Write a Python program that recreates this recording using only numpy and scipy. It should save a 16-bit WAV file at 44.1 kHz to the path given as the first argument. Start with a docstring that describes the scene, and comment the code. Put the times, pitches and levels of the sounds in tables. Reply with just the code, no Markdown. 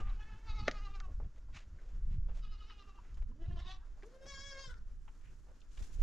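"""Goats and a donkey on a rocky slope

Goats bleat across dry ground, most voices throbbing about eleven times a second: long calls
from further off, then a low hoarse one and a kid's bright cry. Close to the microphone a donkey
is being stroked: hands brush its coat, feet scuff loose soil and stones knock, one sharply.
Gusts rumble and slap on the microphone ports over a faint outdoor hiss."""
import sys
import numpy as np
from scipy import signal
from scipy.fft import rfft, irfft, next_fast_len
from scipy.io import wavfile
from scipy.ndimage import uniform_filter1d

SR = 44100
rng = np.random.default_rng(int(sys.argv[2]) if len(sys.argv) > 2 else 0)


def waveform_to_disk(signal):
    """Save audio, clipped to [-1, 1], as 16-bit WAV at the path in sys.argv[1]."""
    frames = np.transpose(np.atleast_2d(signal))
    scaled = np.clip(frames, -1, 1) * 32767
    samples = np.round(scaled).astype(np.int16)
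    wavfile.write(sys.argv[1], SR, samples)


N = 265526
T = np.arange(N) / SR
TOP_HZ = 15650  # the recorder's upper limit


def undb(db):
    """Decibels to gain."""
    return 10 ** (np.asarray(db) / 20)


def unit(x):
    """Scale to rms 1."""
    return x / np.sqrt(np.mean(x ** 2) + 1e-20)


def gain_at(hz, spectrum):
    """Gain of a spectrum (f/Hz, level/dB) at these frequencies."""
    f, db = np.transpose(spectrum)
    return undb(np.interp(np.log(hz + 1e-3), np.log(f), db))


def colour(x, spectrum):
    """Filter by a spectrum, causally, so that attacks stay sharp."""
    n = next_fast_len(2 * len(x)) * 2
    cepstrum = irfft(np.log(gain_at(np.arange(n // 2 + 1) * SR / n, spectrum)))
    cepstrum[1:n // 2] *= 2
    cepstrum[n // 2 + 1:] = 0
    return irfft(rfft(x, n) * np.exp(rfft(cepstrum)))[:len(x)]


def focus(spectrum, hz, fall_db):
    """Weight a spectrum around hz, fall_db down an octave away: small contacts sound high."""
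    return [(f, db - fall_db * np.log2(f / hz) ** 2) for f, db in spectrum]


def noise():
    """White noise."""
    return rng.standard_normal(N)


def walk(rate):
    """Smooth random drift that changes `rate` times a second; rms 1."""
    k = max(int(SR / rate), 1)
    return unit(uniform_filter1d(uniform_filter1d(noise(), k), k))


def wobble(t, rate):
    """Random values, `rate` a second, joined by straight lines."""
    knots = np.arange(t[0], t[-1] + 1 / rate, 1 / rate)
    return np.interp(t, knots, rng.standard_normal(len(knots)))


def curves(table, fade_s=.0033):
    """A gate over the table's span, then its columns at every sample."""
    s, *columns = np.transpose(table)
    gate = np.clip(np.minimum(T - s[0], s[-1] - T) / fade_s, 0, 1)
    return [gate] + [np.interp(T, s, column) for column in columns]


# Width at the microphone: f/Hz, side level/dB
SIDE_SPECTRUM = [(30, -13.5), (140, -15.5), (500, -14), (1500, -12), (4000, -10), (6500, -11.5),
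                 (8500, -3.5), (14000, -3)]


def stereo(x, left_db=0, other=None):
    """Two microphone ports: alike in the bass, while scattered sound sets them apart in the treble."""
    if other is None:
        t = T[:SR // 10]
        scatter = rng.standard_normal(len(t)) * np.exp(-t / .013)
        other = signal.fftconvolve(x, scatter / np.linalg.norm(scatter))[:N]
    side = colour(other, SIDE_SPECTRUM)
    return np.array([(x + side) * undb(left_db / 2), (x - side) * undb(-left_db / 2)])


def quaver(crest_s, rate_hz, depth_db, sag, skew=.55):
    """Each pulse of breath swells the voice as its pitch slides down. Gives dB and a pitch factor."""
    turn = 2 * np.pi * rate_hz * (T - crest_s)
    slide = np.sin(turn) - skew * np.sin(2 * turn) / 2
    return depth_db / 2 * (np.cos(turn) - .5), 1 - sag * depth_db * slide


def bleat(table, nose, throat, jitter, hiss_db, crest_s=0, throb_hz=0, sag=0,
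          flutter_db=4.5, fray=.5, tongue=0, jaw_db=0, grit=.0282, buzz=0):
    """Vocal folds sound through the nose, then the open mouth; tongue and jaw move the resonances."""
    gate, hz, level_db, mouth, rasp, depth_db = curves(table)
    throb_db, bend = quaver(crest_s, throb_hz, depth_db, sag)
    # the folds wander; in a rasp no cycle is as long as the last
    hz = hz * bend * (1 + jitter * walk(90) + grit * (.1 + rasp) * walk(600))
    phase = 2 * np.pi * np.cumsum(hz) / SR
    on = gate > 0
    stretch = 1 + tongue * walk(25)[on]
    # the lowest resonance climbs as the jaw drops
    jaw_hz, jaw_width_hz = np.interp(mouth[on], [0, 1], [287, 1190]), 210
    voice, power = np.zeros(N), np.full(N, 1e-12)
    for k in range(1, 40):
        partial_hz = k * hz[on]
        size = gain_at(partial_hz, nose) ** (1 - mouth[on])
        size *= gain_at(partial_hz * stretch, throat) ** mouth[on]
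        size *= undb(jaw_db / (1 + ((partial_hz - jaw_hz) / jaw_width_hz) ** 2))
        size *= undb(flutter_db * wobble(T[on], 60)) * (partial_hz < TOP_HZ)
        # each harmonic frays quickly, the more so in a rasp
        frayed = 1 + fray * np.sqrt(rasp[on]) * (wobble(T[on], 220) + 1j * wobble(T[on], 220))
        harmonic = np.exp(1j * (k * phase[on] + rng.uniform(0, 2 * np.pi)))
        voice[on] += size * np.real(frayed * harmonic)
        power[on] += size ** 2 / 2
    # strained folds swing wider on every third cycle
    voice *= 1 + buzz * np.sqrt(rasp) * np.cos(phase / 3 + walk(60))
    # air escapes from the open mouth once a cycle
    puffs = unit(colour(noise() * (1 + np.cos(phase)), throat))
    hiss = undb(hiss_db) * mouth ** 2 * (1 + 2 * rasp) * puffs
    shimmer_db = 1.5 * walk(120)
    return (voice / np.sqrt(power) + hiss) * gate * undb(level_db + throb_db + shimmer_db)


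# Calls from further off: t/s, f/Hz, level/dB, mouth opening/0-1, rasp/0-1, quaver depth/dB
DYING_CALL = [(0, 409.5, -57.5, 0.25, 0.95, 8.5), (.1, 385.5, -65.5, 0.56, 0.68, 13.6),
              (.17, 370, -66, 0.69, 1, 4.8)]
THIN_CALL = [(.165, 413, -74, 0.88, 0.42, 2), (.2, 422.4, -64.5, 0.83, 0.69, 2.8),
             (.27, 436, -64, 1, 0.39, 3), (.35, 428, -63, 1, 0.58, 3), (.39, 443, -74, 1, 0.99, 2),
             (.46, 449, -71, 1, 0.56, 1.55)]
FIRST_LONG_CALL = [(.445, 442, -71, 0.9, 0.35, 4), (.48, 436.8, -56.5, 1, 0.38, 9.5),
                   (.68, 420.8, -54.5, 1, .2, 7.5), (.86, 403, -57.5, 0.76, .12, 9),
                   (.96, 396.4, -61, 0.68, 0.3, 8.5), (1.05, 377.6, -63, 0.6, 0.04, 9),
                   (1.078, 369, -66, 0.1, 0.2, 8.5), (1.095, 350, -72, .3, .2, 6)]
SECOND_LONG_CALL = [(2.405, 429, -74, 1, 0.54, 11), (2.45, 422.4, -66.5, 1, 0.47, 10.3),
                    (2.535, 418.5, -66.5, 0.96, 0.29, 11.7), (2.62, 417.5, -64.5, 0.88, 0.31, 9.8),
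                    (2.705, 428, -62.5, 0.95, 0.35, 10), (2.79, 401.6, -67, 0.77, 0.32, 10),
                    (2.885, 398, -65.5, 0.56, 0.45, 9.5), (2.98, 394, -68.5, 0.44, 0.23, 8),
                    (3.03, 375.5, -76, .15, 0.29, 11)]
# Nose (lips shut) and throats (mouth open) at that distance: f/Hz, level/dB
FAR_NOSE = [(400, -9), (820, -4), (1200, 6.5), (1700, -17.5), (2200, -27.5), (2800, -9.5), (4000, -38.5),
            (6000, -34), (9000, -47)]
DYING_AND_FIRST_THROAT = [(420, -16.5), (830, -4.5), (1250, 2), (1680, -13.5), (2100, -5.5), (2500, -8),
                          (2900, -8), (3350, -16.5), (3800, -5), (4200, -9.5), (4700, -9.5), (5400, -18),
                          (6700, -22), (8000, -44), (11000, -72)]
THIN_THROAT = [(430, -11), (860, 0), (1300, -5.5), (1740, -2), (2170, -10.5), (2600, -7), (3050, -9.5),
               (3900, -17), (5000, -21.5), (6700, -24), (9000, -52)]
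SECOND_THROAT = [(420, -16), (830, -12), (1250, 1), (1680, -13), (2100, -10), (2350, -12), (2560, -4.5),
                 (2900, 3.5), (3300, -12), (3780, -1), (4200, -9), (5000, -5.5), (5500, -15), (7000, -26),
                 (9000, -58)]


def distant_goats():
    """Further off on the slope: a bleat's last throbs, a thin call, then two long quavering ones."""
    dying = bleat(DYING_CALL, FAR_NOSE, DYING_AND_FIRST_THROAT, jitter=.008, hiss_db=-12,
                  crest_s=.005, throb_hz=10.7, sag=.0018)
    thin = bleat(THIN_CALL, FAR_NOSE, THIN_THROAT, jitter=.005, hiss_db=-16,
                 crest_s=.772, throb_hz=10.95, sag=.002, flutter_db=4, fray=.45, grit=.02)
    first = bleat(FIRST_LONG_CALL, FAR_NOSE, DYING_AND_FIRST_THROAT, jitter=.0045, hiss_db=-16,
                  crest_s=.772, throb_hz=10.95, sag=.0027, tongue=.03, grit=.028, buzz=.3)
    second = bleat(SECOND_LONG_CALL, FAR_NOSE, SECOND_THROAT, jitter=.005, hiss_db=-12,
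                   crest_s=2.713, throb_hz=11.2, sag=.0023, fray=.55, tongue=.02, grit=.022, buzz=.4)
    return dying + thin + first + second


def boulder_echo(x, t60_s, wet_db, dull_hz=3500):
    """Boulders on the slope scatter a thin, dull echo back to the microphone."""
    t = T[:SR // 2]
    tail = rng.standard_normal(len(t)) * undb(-60 * t / t60_s) * np.clip(t / .028, 0, 1)
    lowpass = signal.butter(2, dull_hz, fs=SR, output="sos").repeat(2, axis=0)
    tail = signal.sosfilt(lowpass, tail)
    echo = signal.fftconvolve(x.mean(axis=0), tail / np.linalg.norm(tail))[:N]
    return stereo(echo) * undb(wet_db)


def eddies(spectrum, steady_s):
    """Turbulent pressure whose strength holds even over stretches longer than steady_s."""
    x = colour(noise(), spectrum)
    return x / np.sqrt(uniform_filter1d(x ** 2, int(steady_s * SR)) + 1e-12)


# Gusts on the microphone: t/s, rumble level/dB, buffet level/dB
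GUSTS = [(0.0, -33, -56), (0.42, -52, -69.5), (0.54, -31.5, -53.5), (0.66, -45, -54), (0.96, -41.5, -66),
         (1.26, -41.5, -57), (1.32, -55.5, -74), (1.5, -44, -68), (1.56, -52, -53), (1.62, -49, -76),
         (1.74, -50.5, -57), (1.8, -52, -75), (1.98, -40.5, -55), (2.04, -34, -69), (2.1, -35.5, -50),
         (2.34, -38.5, -58.5), (2.46, -40.5, -61), (2.82, -56, -78), (2.88, -45, -73), (2.94, -58, -77),
         (3.24, -35.5, -58), (3.36, -51.5, -65), (3.54, -38, -51.5), (3.84, -51.5, -74), (4.02, -51.5, -78),
         (4.14, -61, -86), (4.32, -52, -65), (4.6, -50.5, -67.5), (4.7, -46, -60.5), (4.9, -46.5, -64.5),
         (5.15, -51.5, -72.5), (5.3, -51, -66.5), (5.76, -55, -80.5), (5.82, -34.5, -55), (5.88, -53, -77),
         (6.05, -28.5, -48)]
# Large and small eddies: f/Hz, level/dB
RUMBLE = [(12, -2), (25, 6), (42, -2), (65, -13), (100, -35), (200, -76), (2000, -120)]
BUFFET = [(45, -7.5), (75, 6), (125, -2), (180, -8.5), (270, -21), (450, -35.5), (3000, -110)]


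def wind(rumble_db=1, buffet_db=2, swirl_db=2, burst_db=3):
    """Right on the microphone: large eddies rumble and swirl, smaller ones buffet it in bursts."""
    gate, large_db, small_db = curves(GUSTS)
    rumble = undb(large_db + rumble_db + swirl_db * walk(18))
    buffet = undb(small_db + buffet_db + burst_db * walk(22))
    shared, apart = (eddies(RUMBLE, .05) * rumble + eddies(BUFFET, .11) * buffet for _ in range(2))
    return gate * stereo(shared, left_db=-1.5, other=apart)


# Hiss all around: f/Hz, level/dB
AIR_SPECTRUM = [(100, -4.5), (230, -0.5), (400, -6.5), (750, -16), (1400, -11), (2300, -21), (4000, -24.5),
                (5500, -22), (7100, -23), (8300, -35), (11000, -38.5), (15500, -48.5)]
# Its rise and fall: t/s, level/dB
AIR_SWELL = [(0, 2.5), (1.05, 3), (1.3, -1.5), (1.4, -1), (1.72, -1), (1.88, 1.5), (2.22, -2.5), (2.6, 0),
             (3.18, 2), (3.26, -5), (3.38, -3.5), (3.5, 1), (3.82, -1.5), (4.1, 1.5), (4.9, -2), (5.3, -1),
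             (5.66, -0.5), (6, 4)]


def hillside_air(level_db=-71.5):
    """Faint hiss of the open hillside, slowly rising and falling, with a slight flicker."""
    shared, apart = (unit(colour(noise(), AIR_SPECTRUM)) for _ in range(2))
    flicker_db = 1.4 * walk(35)
    return stereo(shared, other=apart) * undb(level_db + curves(AIR_SWELL)[1] + flicker_db)


# Mostly rubs close by; at 3.832 and 3.874 s a faint, dull echo of the hoarse call, at 5.295 s a faint
# high hiss swelling: peak t/s, half-length/s, level/dB, focus f/Hz, fall an octave away/dB
SOFT_SWELLS = [(.005, 0.038, -49, 704, 1.5), (0.087, 0.13, -63.5, 1510, 6.5), (1.1, .07, -62, 380, 2.2),
               (1.243, 0.054, -64.5, 614, 1.5), (1.38, .03, -70, 1100, 1.6), (1.566, 0.065, -56.5, 2280, 5),
               (1.619, 0.072, -67.5, 2020, 3.5), (1.865, 0.26, -70, 1000, 1.4),
               (2.131, 0.092, -71.5, 2000, 4), (2.304, 0.059, -62, 900, 3), (2.375, 0.072, -65.5, 1860, 2),
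               (3.073, 0.18, -74.5, 1510, 5.5), (3.832, .08, -71, 1150, 29), (3.874, 0.058, -76, 1210, 3),
               (3.994, 0.064, -71, 820, 24), (4.064, 0.034, -77, 7000, 5), (4.264, 0.067, -60.5, 300, 1),
               (4.395, 0.038, -64.5, 250, 1), (5.266, 0.11, -72.5, 2080, 12),
               (5.295, 0.92, -83.5, 13960, 1.5), (5.5, 0.073, -67, 850, 5), (5.734, .09, -74.5, 5000, 4),
               (5.788, 0.054, -67, 1980, 2.9), (5.832, 0.14, -69, 7000, 1.6), (5.86, 0.12, -72, 1320, 0),
               (5.811, 0.022, -59.5, 450, 1.5), (5.945, 0.049, -66.5, 8000, 1.2),
               (6.004, 0.061, -66.5, 2500, 1.1), (5.996, 0.025, -60, 400, 3.5)]
# Their shared colour, that of a brushed coat: f/Hz, level/dB
RUSTLE = [(150, 11.5), (500, 8.5), (950, -3), (1600, -5.5), (2600, -5.5), (4500, -9.5), (7000, -4.5),
          (8300, -13.5), (12000, -21), (15500, -32.5)]


def rubs_and_swells(grain_db=2):
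    """Grainy swells: hair, cloth and soles slip in tiny catches; also a dull echo and a high hiss."""
    out = np.zeros((2, N))
    grains = rng.standard_normal((2, N)) * undb(grain_db * walk(230))
    for s, half_s, level_db, hz, fall_db in SOFT_SWELLS:
        on = np.abs(T - s) < half_s
        swell = np.cos(np.pi / 2 * (T[on] - s) / half_s) ** 4 * undb(level_db)
        for layer, grain in zip(out, grains):
            layer[on] += swell * unit(colour(grain[on], focus(RUSTLE, hz, fall_db)))
    return stereo(out[0], other=out[1])


# Single eddies on the microphone: t/s, width/s, peak level/dB
WIND_SLAPS = [(.498, 0.0047, -32.5), (.64, 0.0062, -37), (1.732, 0.0038, -40.5), (2.187, 0.003, -27),
              (3.223, 0.0079, -33.5), (3.436, 0.0091, -31), (3.487, 0.003, -29), (3.54, .005, -32.5),
              (5.824, 0.0062, -34.5), (6.001, 0.0057, -28)]


def wind_slaps():
    """A small eddy hits the ports: one push of pressure with a shallow suction before and after."""
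    out = np.zeros(N)
    for s, width_s, peak_db in WIND_SLAPS:
        u = (T - s) / width_s
        out += undb(peak_db) * (1 - u ** 2) * np.exp(-u ** 2 / 2)
    return stereo(out)


def contacts(table, body, crunch, gain_db):
    """An impact, then a crunch of grit, coloured by what is hit; more crunch softens the onset."""
    out, t = np.zeros(N + SR), T[:SR // 5]
    for s, peak_db, decay_s, hz, fall_db in table:
        push = crunch * rng.standard_normal(len(t)) * undb(-60 * t / decay_s)
        push[0] += 1
        hit = colour(push, focus(body, hz, fall_db))
        start = int(s * SR)
        out[start:start + len(t)] += hit / np.abs(hit).max() * undb(peak_db + gain_db)
    return stereo(out[:N])


# Stones close by: t/s, relative peak level/dB, decay/s, focus f/Hz, fall an octave away/dB
STONE_KNOCKS = [(.678, -29, 0.038, 1500, 0.5), (0.6815, -15, 0.028, 1150, 0.5), (.6825, -28, .025, 210, 4),
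                (.689, -33, 0.062, 650, 1.5), (.713, -33.5, 0.037, 5000, 5.5),
                (1.002, -39.5, 0.03, 7000, 4), (1.003, -47, 0.051, 1120, 39), (1.787, -61, 0.23, 1460, 9.5),
                (4.0245, -53, 0.042, 4040, 0), (4.742, -53, .015, 9000, 2)]
# Ring of a struck stone: f/Hz, level/dB
STONE_RING = [(100, -8), (200, 3), (290, 4), (400, 0), (500, 0), (720, -1), (930, -17), (1250, -4),
              (1600, 1), (2100, 2), (2500, -11), (3500, -13), (4600, -15), (6500, -19), (8400, -43),
              (14000, -50)]


def stone_knocks():
    """Stones knock near the microphone: hard contacts with little grit."""
    return contacts(STONE_KNOCKS, STONE_RING, crunch=.071, gain_db=1.5)


# Feet close by: t/s, relative peak level/dB, decay/s, focus f/Hz, fall an octave away/dB
FOOT_SCUFFS = [(1.2, -43, .09, 380, 3.5), (1.36, -61.5, 0.087, 900, 1.3), (1.484, -58.5, 0.11, 500, 4.3),
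               (2.286, -55, .1, 900, 2.3), (2.698, -49, 0.083, 1770, 10), (2.978, -50, 0.082, 1060, 26),
               (3.143, -60.5, 0.082, 5500, 6.4), (3.172, -54.5, 0.086, 1900, 1.6),
               (3.221, -55, 0.067, 1100, 1.6), (3.314, -61, 0.05, 880, 21),
               (4.0315, -49.5, 0.057, 1186, 2.7), (4.257, -52, 0.063, 900, 1.2),
               (5.077, -53.5, 0.084, 760, 7.3), (5.079, -56, 0.069, 1970, 15),
               (5.211, -63.5, 0.053, 2000, 3), (5.604, -62, 0.026, 5540, 16),
               (5.616, -57.5, 0.036, 3300, 17), (5.775, -47, 0.055, 2700, 3.5),
               (5.793, -55, .02, 7000, 1.5), (5.824, -49, 0.042, 4000, 1.3), (5.842, -55, 0.044, 4500, 1)]
# Loose dry ground, with no ring of its own: f/Hz, level/dB
SOIL = [(150, 8), (1000, 4), (3000, -4.5), (7000, -8), (8500, -19.5), (15000, -27)]


def foot_scuffs():
    """Feet shift near the microphone: soft contacts, mostly crunch."""
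    return contacts(FOOT_SCUFFS, SOIL, crunch=.6, gain_db=-2)


# Low call: t/s, f/Hz, level/dB, mouth opening/0-1, rasp/0-1, quaver depth/dB
HOARSE_CALL = [(3.28, 230, -66, 0, .2, 0), (3.315, 244.3, -60, 0, .2, 0), (3.34, 254.8, -77, 0, 0.36, 0),
               (3.385, 306, -65, 0, .2, 0), (3.415, 336, -58.5, 0.18, 0.14, 0),
               (3.45, 334.7, -68.5, 0.34, 0.57, 0), (3.485, 365, -71, 0.49, .5, 0),
               (3.51, 355, -60.5, 0.28, 0.18, 0), (3.54, 349.8, -63.5, 0.37, 0.29, 0),
               (3.572, 339.8, -62, 0.58, 0.76, 0), (3.595, 342, -57.5, 0.66, 0.87, 0),
               (3.62, 366.7, -64, .95, .8, 0), (3.645, 353.7, -66, 0.86, .7, 0),
               (3.685, 374, -53, 0.8, 0.21, 0), (3.718, 382, -54, 1, 0.36, 0),
               (3.745, 386.5, -63, 1, 0.69, 0), (3.775, 380, -77, 1, 0.71, 0)]
# Its nose and throat: f/Hz, level/dB
HOARSE_NOSE = [(250, 12.5), (520, -4), (720, -9), (1050, -19), (1350, -26), (1650, -14), (2300, -29),
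               (2900, -18), (4000, -34.5), (5500, -40), (9000, -61), (15000, -60)]
HOARSE_THROAT = [(380, -14), (760, -5), (1140, 0), (1520, -8), (1900, 0), (2300, -9), (2650, -6), (3050, 1),
                 (3250, -4), (3450, 0), (3820, 4), (4250, -5), (5000, -4), (5500, -11), (6500, -12),
                 (7600, -21), (9000, -31), (12000, -54)]


def hoarse_goat():
    """A low voice on the slope starts through the nose and opens out in broken heaves."""
    return bleat(HOARSE_CALL, HOARSE_NOSE, HOARSE_THROAT, jitter=.012, hiss_db=-15,
                 flutter_db=5, fray=.6, tongue=.03, jaw_db=7, buzz=.3)


# The kid: t/s, f/Hz, level/dB, mouth opening/0-1, rasp/0-1, quaver depth/dB
KID_CRY = [(4.03, 389, -55, .12, 0.37, 1.8), (4.075, 462.4, -63, 0.18, 0.53, 4),
           (4.11, 502.3, -75, .15, .5, 6.1), (4.15, 526.8, -58, .19, 0.14, 5.3),
           (4.252, 537, -57, 0.31, 0.16, 6.1), (4.28, 557.3, -54, 0.84, 0.063, 1.8),
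           (4.315, 558, -52.5, 1, 0.091, 1.4), (4.345, 543.7, -54.5, .95, 0.16, 1.8),
           (4.425, 550.4, -53.5, 0.98, 0.14, 1.7), (4.44, 558.5, -52.5, 1, 0.04, 1.7),
           (4.51, 555.2, -52.5, 1, 0.068, 1.5), (4.537, 540.7, -54, 0.89, 0.23, 2),
           (4.578, 540, -55.5, 0.8, 0.2, 2), (4.6, 548.5, -53.5, .93, 0.23, 1.7),
           (4.655, 531.4, -53.5, .88, 0.17, 2), (4.705, 494.5, -71, 0.99, 0.56, 2.3)]
KID_CROAK = [(4.675, 510, -63, 0.7, 0.38, 0), (4.715, 481, -55.5, 0.91, 0.83, 1),
             (4.745, 470, -69.5, 1, 1, 4), (4.79, 437, -74, 0.83, 1, 0)]
# Its nose and throat: f/Hz, level/dB
KID_NOSE = [(250, 13.5), (520, -1.5), (800, -12), (1150, -35), (1650, -27), (2300, -41), (3100, -42),
            (5500, -45), (7500, -49), (9000, -48), (15000, -60)]
CRY_THROAT = [(550, -2), (1100, 0), (1650, 5), (2200, 2), (2750, -9), (3280, 5.5), (3850, -4.5),
              (4400, -2.5), (4980, 3), (5500, 4.5), (6080, -3), (6600, -3.5), (7180, -4.5), (7750, -16),
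              (8300, -23.5), (10000, -31), (15000, -53)]
CROAK_THROAT = [(470, -6.5), (940, -13), (1410, 8.5), (1900, -10), (2600, -23), (3300, -10), (6000, -14),
                (7500, -20), (9000, -28), (14000, -42)]


def goat_kid(crest_s=4.32, throb_hz=11.45):
    """A kid's clear, high cry breaks into a rasping croak."""
    cry = bleat(KID_CRY, KID_NOSE, CRY_THROAT, jitter=.0022, hiss_db=-23,
                crest_s=crest_s, throb_hz=throb_hz, sag=.0004,
                flutter_db=4.2, fray=.48, tongue=.012, grit=.018, buzz=.45)
    croak = bleat(KID_CROAK, KID_NOSE, CROAK_THROAT, jitter=.012, hiss_db=-16,
                  crest_s=crest_s, throb_hz=throb_hz, sag=.001, flutter_db=4)
    return cry + croak


def scene():
    """The slope as heard from beside the donkey, with the kid a little to the left."""
    calls = stereo(distant_goats() + hoarse_goat()) + stereo(goat_kid(), left_db=2.5)
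    stones, scuffs = stone_knocks(), foot_scuffs()
    echoes = boulder_echo(calls, t60_s=.25, wet_db=-18) + boulder_echo(stones, t60_s=.32, wet_db=-31.5)
    return calls + stones + scuffs + echoes + rubs_and_swells() + wind() + wind_slaps() + hillside_air()


# The recorder's stereo width: t/s, side level/dB
WIDENING = [(0, -54.5), (1.9, -37.5), (2.3, -7), (4.3, 1.5), (6, 5)]


def record(dry):
    """The recorder opens its picture from near mono to wide and cuts the top."""
    mid = (dry[0] + dry[1]) / 2
    side = (dry[0] - dry[1]) / 2 * undb(curves(WIDENING)[1])
    top_cut = signal.ellip(8, .2, 70, TOP_HZ, fs=SR, output="sos")
    return signal.sosfilt(top_cut, np.array([mid + side, mid - side]))


dry = scene()
out = record(dry)
waveform_to_disk(out)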